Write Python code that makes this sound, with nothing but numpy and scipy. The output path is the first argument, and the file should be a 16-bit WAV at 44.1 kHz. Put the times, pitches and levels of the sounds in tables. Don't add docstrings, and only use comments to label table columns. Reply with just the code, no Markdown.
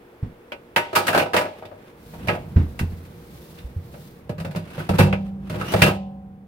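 import sys
import numpy as np
from scipy import signal
from scipy.fft import rfft, irfft, next_fast_len
from scipy.io import wavfile
from scipy.ndimage import uniform_filter1d

SR = 44100
rng = np.random.default_rng(int(sys.argv[2]) if len(sys.argv) > 2 else 0)


def unload_audio(sound):
    columns = np.transpose(np.atleast_2d(sound))
    steps = np.round(np.clip(columns, -1, 1) * 32767)
    wavfile.write(sys.argv[1], SR, steps.astype(np.int16))


N = 285327
T = np.arange(N) / SR
RING_T = T[:SR * 9 // 20]

# pitch_hz, level_db, fade_s (a fade is the time to fall 60 dB)
RING_NOTES = [(100, -2, .35), (153, -6, .3), (360, -5, .33), (497, -5, .33), (555, -6, .3), (598, -2, .35),
              (630, -4, .38), (705, -6, .25), (802, -6, .42), (845, -7, .38), (932, -4, .36),
              (980, -6, .33), (1134, -7, .18), (1203, -5, .2), (1278, -2, .25), (1335, -6, .24),
              (1470, -5, .22), (1503, -3, .28), (1605, -5, .2), (1680, -4, .26), (1906, -8, .25),
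              (2366, -4, .21), (2500, -7, .2), (2620, -8, .18), (2668, -5, .24), (2732, -6, .24),
              (2880, -9, .2), (3595, -13, .3), (4815, -16, .24)]
BAND_EDGES = [55, 220, 800, 1800, 3400, 7000, 16000]
# pitch_hz, likeness (1 = the same)
LIKENESS = [(60, 0.99), (170, .99), (300, 0.94), (650, 0.41), (1300, 0.18), (3000, 0.066), (16000, .05)]


def amp(db):
    return 10 ** (np.asarray(db) / 20)


def unit(x):
    return x / np.sqrt(np.mean(x ** 2) + 1e-20)


def attack_strength(x):
    return np.sqrt(np.mean(x[:, :SR // 40] ** 2) + 1e-20)


def look_up(table, hz):
    pitches, values = np.transpose(table)
    return np.interp(np.log(hz + 1), np.log(pitches + 1), values)


def gain_over_time(curve):
    return amp(np.interp(T, *np.transpose(curve)))


def add(mix, start_s, sound):
    part = mix[:, round(start_s * SR):][:, :sound.shape[-1]]
    part += sound[..., :part.shape[1]]


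def stereo(spectra, hz, right_delay_s=0.00021):
    alike = np.clip(look_up(LIKENESS, hz), -1, 1)
    mid = np.sqrt((1 + alike) / 2) * spectra[0]
    side = np.sqrt((1 - alike) / 2) * spectra[1]
    return np.array([mid + side, (mid - side) * np.exp(-2j * np.pi * hz * right_delay_s)])


def coloured(white, colour):
    size = next_fast_len(white.shape[1], True)
    hz = np.fft.rfftfreq(size, 1 / SR)
    spectra = stereo(rfft(white, size), hz) * amp(look_up(colour, hz))
    return unit(irfft(spectra, size)[:, :white.shape[1]])


def noise(colour, samples=N):
    return coloured(rng.standard_normal((2, samples)), colour)


def background(air_db=-53.5, waver_radians=.5):
    # pitch_hz, level_db
    air_colour = [(20, -17), (45, -7.5), (120, -12), (300, -4.5), (470, -3.5), (650, -10), (1100, -14.5),
                  (2200, -20), (4000, -31), (7000, -39), (16000, -34.5)]
    grip_colour = [(20, -15), (40, -14.5), (62, 5.5), (110, -2), (160, 6), (260, -8.5), (500, -19),
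                   (1200, -28), (4000, -52.5)]
    # time_s, level_db
    handling = [(0, -76), (.7, -59), (1.9, -57.5), (2.25, -34.5), (2.6, -36.5), (3.1, -44), (3.5, -45.5),
                (3.95, -43.5), (4.2, -46.5), (5.5, -39), (6.5, -48)]
    # pitch_hz, level_db
    hum_tones = [(118.4, -70), (236, -69), (355.3, -65), (473.7, -61), (3472, -84.5)]
    # time_s, gain_db
    shelter = [(0, 3.5), (3.4, 4.5), (4.3, 1.5), (6.4, -8)]
    air = amp(air_db) * noise(air_colour)
    grip = gain_over_time(handling) * noise(grip_colour)
    hum, waver_times = np.zeros(N), np.linspace(0, T[-1], 50)
    for hz, db in hum_tones:
        waver = waver_radians * np.interp(T, waver_times, rng.standard_normal(len(waver_times)))
        hum += amp(db) * np.sqrt(2) * np.sin(2 * np.pi * hz * T + waver)
    return gain_over_time(shelter) * (air + hum) + grip


def sleeve(cloth_db=2, flutter_db=1.4):
    # fastest_s, half_length_s, level_db
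    swings = [(2.126, 0.09, -55.5), (2.822, 0.38, -58.5), (3.445, .2, -55), (4.003, 0.12, -54.5)]
    # pitch_hz, level_db
    cloth_colour = [(30, -19), (170, 29.5), (300, -3), (700, 4), (2000, 14), (4000, 18), (7000, 11),
                    (10000, 12.5), (13500, 15.5), (16000, 14)]
    flutter = unit(uniform_filter1d(rng.standard_normal(N), size=700))
    power = sum(amp(db) ** 2 * np.exp(-((T - s) / half) ** 2) for s, half, db in swings)
    return amp(cloth_db + flutter_db * flutter) * np.sqrt(power) * noise(cloth_colour)


def steps(rise_s=0.0036, rumble_fade_s=0.28):
    # start_s, level_db, pitch_hz, fade_s, rumble_db (compared with the thud)
    footfalls = [(0.2264, -10.5, 99, 0.061, -16.5), (2.56, -1.5, 81.3, 0.14, -13),
                 (2.592, -6.5, 79.2, 0.22, -15), (2.808, -18, 84.6, 0.6, -3), (2.916, -37.5, 82, 0.14, 7),
                 (3.645, -21, 62, 0.15, -27), (3.762, -16, 88, 0.16, -38), (3.848, -30.5, 111, 0.13, -20)]
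    # pitch_hz, level_db
    cabinet_colour = [(25, -5), (45, -2.5), (75, -7.5), (150, -2.5), (280, -10.5), (500, -28),
                      (2000, -36.5), (6000, -56.5), (16000, -74)]
    out = np.zeros((2, N))
    rise = 1 - np.exp(-(RING_T / rise_s) ** 2)
    for start_s, db, hz, fade_s, rumble_db in footfalls:
        thud = -np.sin(2 * np.pi * hz * RING_T) * amp(-60 * RING_T / fade_s)
        rumble = amp(rumble_db - 60 * RING_T / rumble_fade_s) * noise(cabinet_colour, len(RING_T))
        add(out, start_s, amp(db) * rise * (thud + rumble))
    return out


def push(start_s, stop_s, db, rise_s=0.035, swell_db=18.5, fall_db_per_s=323):
    rise = np.clip((T - start_s) / rise_s, 0, 1)
    to_go = np.clip((stop_s - T) / (stop_s - start_s), 0, 1)
    stopped_s = np.clip(T - stop_s, 0, 1)
    return rise * amp(db - swell_db * to_go - fall_db_per_s * stopped_s)


def sliding(slips_per_s=200, spread_db=0.0, slip_fade_s=0.11, tail_gain=0.22, ring_gain=0.26):
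    # start_s, stop_s, level_db (at the stop)
    pushes = [(1.02, 1.19, -23.5), (1.322, 1.398, -33), (1.45, 1.59, -47), (1.636, 1.89, -49.5),
              (2.095, 2.363, -37), (3.542, 3.588, -44), (4.38, 4.637, -47), (4.622, 4.798, -34.5),
              (4.804, 4.96, -29), (5.065, 5.274, -51.5), (5.38, 5.484, -46.5), (5.495, 5.887, -22.5)]
    # pitch_hz, level_db
    scrape_colour = [(30, -25.5), (70, -9.5), (170, 6.5), (300, 5), (700, -0.5), (1500, -4.5), (2800, -6.5),
                     (4500, -15.5), (7000, -22.5), (11000, -20), (16000, -25)]
    slipping = rng.random(N) < slips_per_s / SR
    slips = slipping * amp(spread_db * np.minimum(rng.exponential(1, N), 4))
    fading = amp(-120 * RING_T / slip_fade_s) + tail_gain * amp(-60 * RING_T / slip_fade_s)
    power = abs(signal.oaconvolve(slips ** 2, fading)[:N])
    scrape = coloured(np.sqrt(power) * rng.standard_normal((2, N)), scrape_colour)
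    ring = sum(signal.lfilter(*signal.iirpeak(hz, hz * fade_s / np.pi, SR), scrape)
               for hz, _, fade_s in RING_NOTES)
    return sum(push(*row) for row in pushes) * unit(scrape + ring_gain * ring)


def squeak(peak_s=5.702, half_length_s=0.031, pitch_hz=2900, db=-34.5, jitter_hz=90, octave_db=-9):
    hz = pitch_hz + jitter_hz * unit(uniform_filter1d(rng.standard_normal((2, N)), size=90))
    phase = 2 * np.pi * np.cumsum(hz, axis=1) / SR
    swell = amp(db) * np.exp(-((T - peak_s) / half_length_s) ** 2)
    return swell * (np.sin(phase) + amp(octave_db) * np.sin(2 * phase))


def floor_boom(rise_s=0.0024, damping_s=.03, main_note_hz=194.5):
    # start_s, level_db, damped_at_s, hardness_db (extra per octave from a harder blow)
    booms = [(4.906, -19, 4.94, -2.5), (5.003, -17.5, 5.73, -1.5), (5.744, -21, 6.9, -1),
             (5.835, -25, 7, 4.2)]
    # pitch_hz, level_db, fade_s
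    floor_notes = [(66, -13, 1.0), (88, -12, .7), (100, -4, .5), (153, -15, 1.0), (177, -10, 1.0),
                   (194.5, 0, 1.7), (269, -21, .8), (409, -23, .6), (490, -22, .7), (549, -19, 1.15),
                   (574, -22, 1.0), (748, -22, 1.45), (786, -18, 1.25), (937, -31, 1.1), (1034, -31, 1.0)]
    out = np.zeros((2, N))
    for start_s, boom_db, damped_at_s, hardness_db in booms:
        t = T[:N - round(start_s * SR)]
        rise = 1 - np.exp(-t / rise_s)
        damping = np.exp(-np.maximum(start_s + t - damped_at_s, 0) / damping_s)
        for hz, db, fade_s in floor_notes:
            stereo_phase = np.arccos(np.clip(look_up(LIKENESS, hz), -1, 1)) * np.array([[.5], [-.5]])
            tone = np.sin(2 * np.pi * hz * t + stereo_phase)
            strength_db = boom_db + db + hardness_db * np.log2(hz / main_note_hz)
            add(out, start_s, amp(strength_db - 60 * t / fade_s) * rise * damping * tone)
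    return out


def floor_flex(pat_db, pitch_hz=166.2, boost_db=17.5, fade_s=.22, rise_s=0.01):
    rise = 1 - np.exp(-RING_T / rise_s)
    return amp(pat_db + boost_db - 60 * RING_T / fade_s) * rise * np.sin(2 * np.pi * pitch_hz * RING_T)


def oven_rattle(landing_s, kitchen_db=-17, crack=1.6):
    # pitch_hz, level_db
    box_colour = [(40, -23), (95, -10), (170, 5), (240, -4), (400, 1.5), (650, 4.5), (1050, 1), (1500, 4.5),
                  (2100, 3.5), (2700, 1), (4600, -8), (6200, -17), (10000, -18.5), (16000, -21.5)]
    # pitch_hz, fade_s
    box_fades = [(100, 0.22), (400, 0.25), (1000, 0.13), (3000, .12), (7000, 0.15), (14000, 0.16)]
    kitchen_fades = [(100, 0.51), (300, 1), (700, 1), (1500, 0.29), (3000, 0.64), (7000, 0.55),
                     (14000, 0.2)]
    white = rng.standard_normal((2, len(RING_T)))
    white[0, int(landing_s * SR)] += crack
    hz, t, spectra = signal.stft(coloured(white, box_colour), SR, nperseg=256)
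    box = amp(-60 * t / look_up(box_fades, hz)[:, None])
    kitchen = amp(kitchen_db - 60 * t / look_up(kitchen_fades, hz)[:, None])
    rattle = signal.istft(spectra * np.hypot(box, kitchen), SR)[1][:, :len(RING_T)]
    return rattle / attack_strength(rattle)


def plate_body():
    hz, db, fade_s = np.transpose(RING_NOTES)
    rings = amp(db)[:, None] * np.exp((2j * np.pi * hz - np.log(1000) / fade_s)[:, None] * RING_T)
    bands = [signal.butter(3, edges, "band", fs=SR, output="sos")
             for edges in zip(BAND_EDGES, BAND_EDGES[1:])]
    return hz, rings, bands


def contact(body, db, pitch_hz, hardness_db, thump_db, fade_s, landing_s, pitch_boost_db,
            graze_db=-12, ring_db=-2, scatter_db=3.5, resonance=0.69, boost_width_octaves=0.69):
    touch_db = [0, -3.5, -7, -11, -13]
    hz, rings, bands = body
    phases = stereo(np.exp(2j * np.pi * rng.random((2, len(hz)))), hz)
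    shares = phases * amp(scatter_db * rng.standard_normal(len(hz)))
    ring = (shares @ rings).real
    graze = amp(graze_db * np.maximum(1 - RING_T / (landing_s + 1e-5), 0))
    blow = graze * (oven_rattle(landing_s) + amp(ring_db) * ring / attack_strength(ring))
    blow += resonance * signal.lfilter(*signal.iirpeak(pitch_hz, Q=6, fs=SR), blow)
    blow *= amp(-60 * RING_T / fade_s)
    centres_hz = np.sqrt(np.multiply(BAND_EDGES[1:-1], BAND_EDGES[2:]))
    favoured_db = pitch_boost_db * np.exp(-(np.log2(centres_hz / pitch_hz) / boost_width_octaves) ** 2)
    tilt_db = hardness_db * np.log2(centres_hz / centres_hz[1])
    bands_db = [thump_db, *(touch_db + tilt_db + favoured_db)]
    out = np.zeros_like(blow)
    for k, (band, band_db) in enumerate(zip(bands, bands_db)):
        part = signal.sosfilt(band, blow)
        sign = (-1) ** k
        out += sign * amp(db + band_db) / attack_strength(part) * part
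    return out


def plate(pat_hz=620, pat_spread_octaves=.6):
    # start_s, level_db, pitch_hz, hardness_db (per octave), thump_db (added to the level), fade_s
    knocks = [(0.5189, -38, 2800, -2, -29, 0.4), (.761, -21, 1850, 0.47, -16, 8.9),
              (0.929, -36, 590, -1, -9.5, 1.3), (1.068, -35, 1400, 4.5, -32, 2),
              (1.079, -26, 1740, 1.3, -13, 2.5), (1.087, -29, 650, 1, -14, 1.5),
              (1.129, -32, 1500, 0.5, -35, 2), (1.147, -21.5, 760, -0.8, -19, 2.5),
              (1.197, -30.5, 2460, 0, -4, 1.9), (1.333, -32, 1500, 1, -12, 2),
              (1.341, -24, 657, -0.4, -17, 4), (1.41, -39, 880, -5.5, -3, 8),
              (1.623, -47.5, 655, -3.5, -3, 3.4), (1.652, -52, 3500, 1, 1, 0.59),
              (1.713, -54, 593, -4.5, 3, 5), (2.136, -50.5, 710, -2, -11, 2.2),
              (2.272, -39.5, 594, 1.5, 9, 2), (2.29, -34, 845, -4, 3, 0.88),
              (2.283, -26, 2300, -1.8, -4.5, 1.5), (2.349, -41.5, 700, -3.5, -8, 1.5),
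              (2.563, -50.5, 1500, -3.5, 23, 3), (2.7911, -38, 1820, 3, 5, 0.65),
              (3.05, -63.5, 1800, 4, 9, 1), (3.586, -56, 3650, 2, 9, 2), (3.939, -52, 613, -0.5, 9.5, 3),
              (4.293, -42.5, 465, 0.4, 15.5, 0.75), (4.801, -44, 1460, -1.7, -15, .4),
              (4.891, -31.5, 520, 0.6, 9, .25), (4.9874, -32.5, 1400, -1.5, -10, 1),
              (5.0, -28, 2360, -1.5, 2, 2.9), (5.126, -31, 2400, -3, 4, 0.53),
              (5.611, -37.5, 1300, 0, 5, 1), (5.719, -48, 1600, 7.3, 13.5, 1),
              (5.7365, -26, 548, -0.2, 0, .22)]
    # start_s, landing_s (from first graze to landing), rocking_s,
    # level_db, pitch_hz, hardness_db, thump_db, fade_s
    drops = [(.952, 0.0099, 0.04, -24, 1210, 2, -17, 5.8),
             (1.175, 0.0022, .084, -24.5, 720, -0.1, -23, 1.2),
             (1.363, 0.003, .088, -25.5, 2030, 0.67, -14, 2.8),
             (4.984, 0.0084, .078, -25, 526, 1.23, 9, 2.4),
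             (5.818, 0.0021, .078, -19.5, 2700, 1.16, 2.5, 1.07)]
    # share_of_rocking_time, level_change_db, hardness_change_db, pitch_boost_db
    rocking = [(0, 2.5, 0.5, 8.5), (.21, -2.5, -1.05, -1.5), (.54, -6, -1.4, -0.5), (0.998, -12, -3.5, 2)]
    # start_s, level_db, hardness_db
    pats = [(4.38, -44.5, 0), (4.399, -41, 1), (4.4467, -38, -0.5), (4.509, -47, 1), (4.547, -40.5, -2.5),
            (4.558, -38, 1.5), (4.702, -50, 0.5), (4.777, -40.5, -1.5), (4.911, -41.5, 0.5),
            (4.934, -37, -3), (5.496, -38, 0.5), (5.539, -40.5, -2), (5.555, -41.5, -0.5), (5.587, -47, -2),
            (5.759, -36, 0.7)]
    out, body = np.zeros((2, N)), plate_body()
    for start_s, landing_s, rocking_s, db, pitch_hz, hardness_db, thump_db, fade_s in drops:
        for share, weaker_db, softer_db, pitch_boost_db in rocking:
            clack = contact(body, db + weaker_db, pitch_hz, hardness_db + softer_db, thump_db,
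                            fade_s, landing_s, pitch_boost_db)
            add(out, start_s + share * rocking_s, clack)
    for start_s, *knock in knocks:
        add(out, start_s, contact(body, *knock, landing_s=.0014, pitch_boost_db=11.5))
    for start_s, db, hardness_db in pats:
        spot_hz = pat_hz * 2 ** (pat_spread_octaves * rng.uniform(-1.2, 2))
        pat = contact(body, db, spot_hz, hardness_db, thump_db=8.5,
                      fade_s=2.4, landing_s=.003, pitch_boost_db=1.5)
        add(out, start_s, pat + floor_flex(db))
    return out


def scene():
    return plate() + floor_boom() + steps() + sliding() + squeak() + sleeve() + background()


def record(dry, top_hz=15950):
    # pitch_hz, left_minus_right_db
    balance = [(60, -1.5), (300, -1), (700, .4), (2700, -2), (5500, .5), (9000, 2.4)]
    hz = np.fft.rfftfreq(N, 1 / SR)
    heard = irfft(rfft(dry) * amp(look_up(balance, hz) * np.array([[.5], [-.5]])), N)
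    treble_cut = signal.firwin(301, top_hz, window=("kaiser", 8), fs=SR)
    return signal.oaconvolve(np.clip(heard, -1, 1), treble_cut[None], "same")


dry = scene()
out = record(dry)
unload_audio(out)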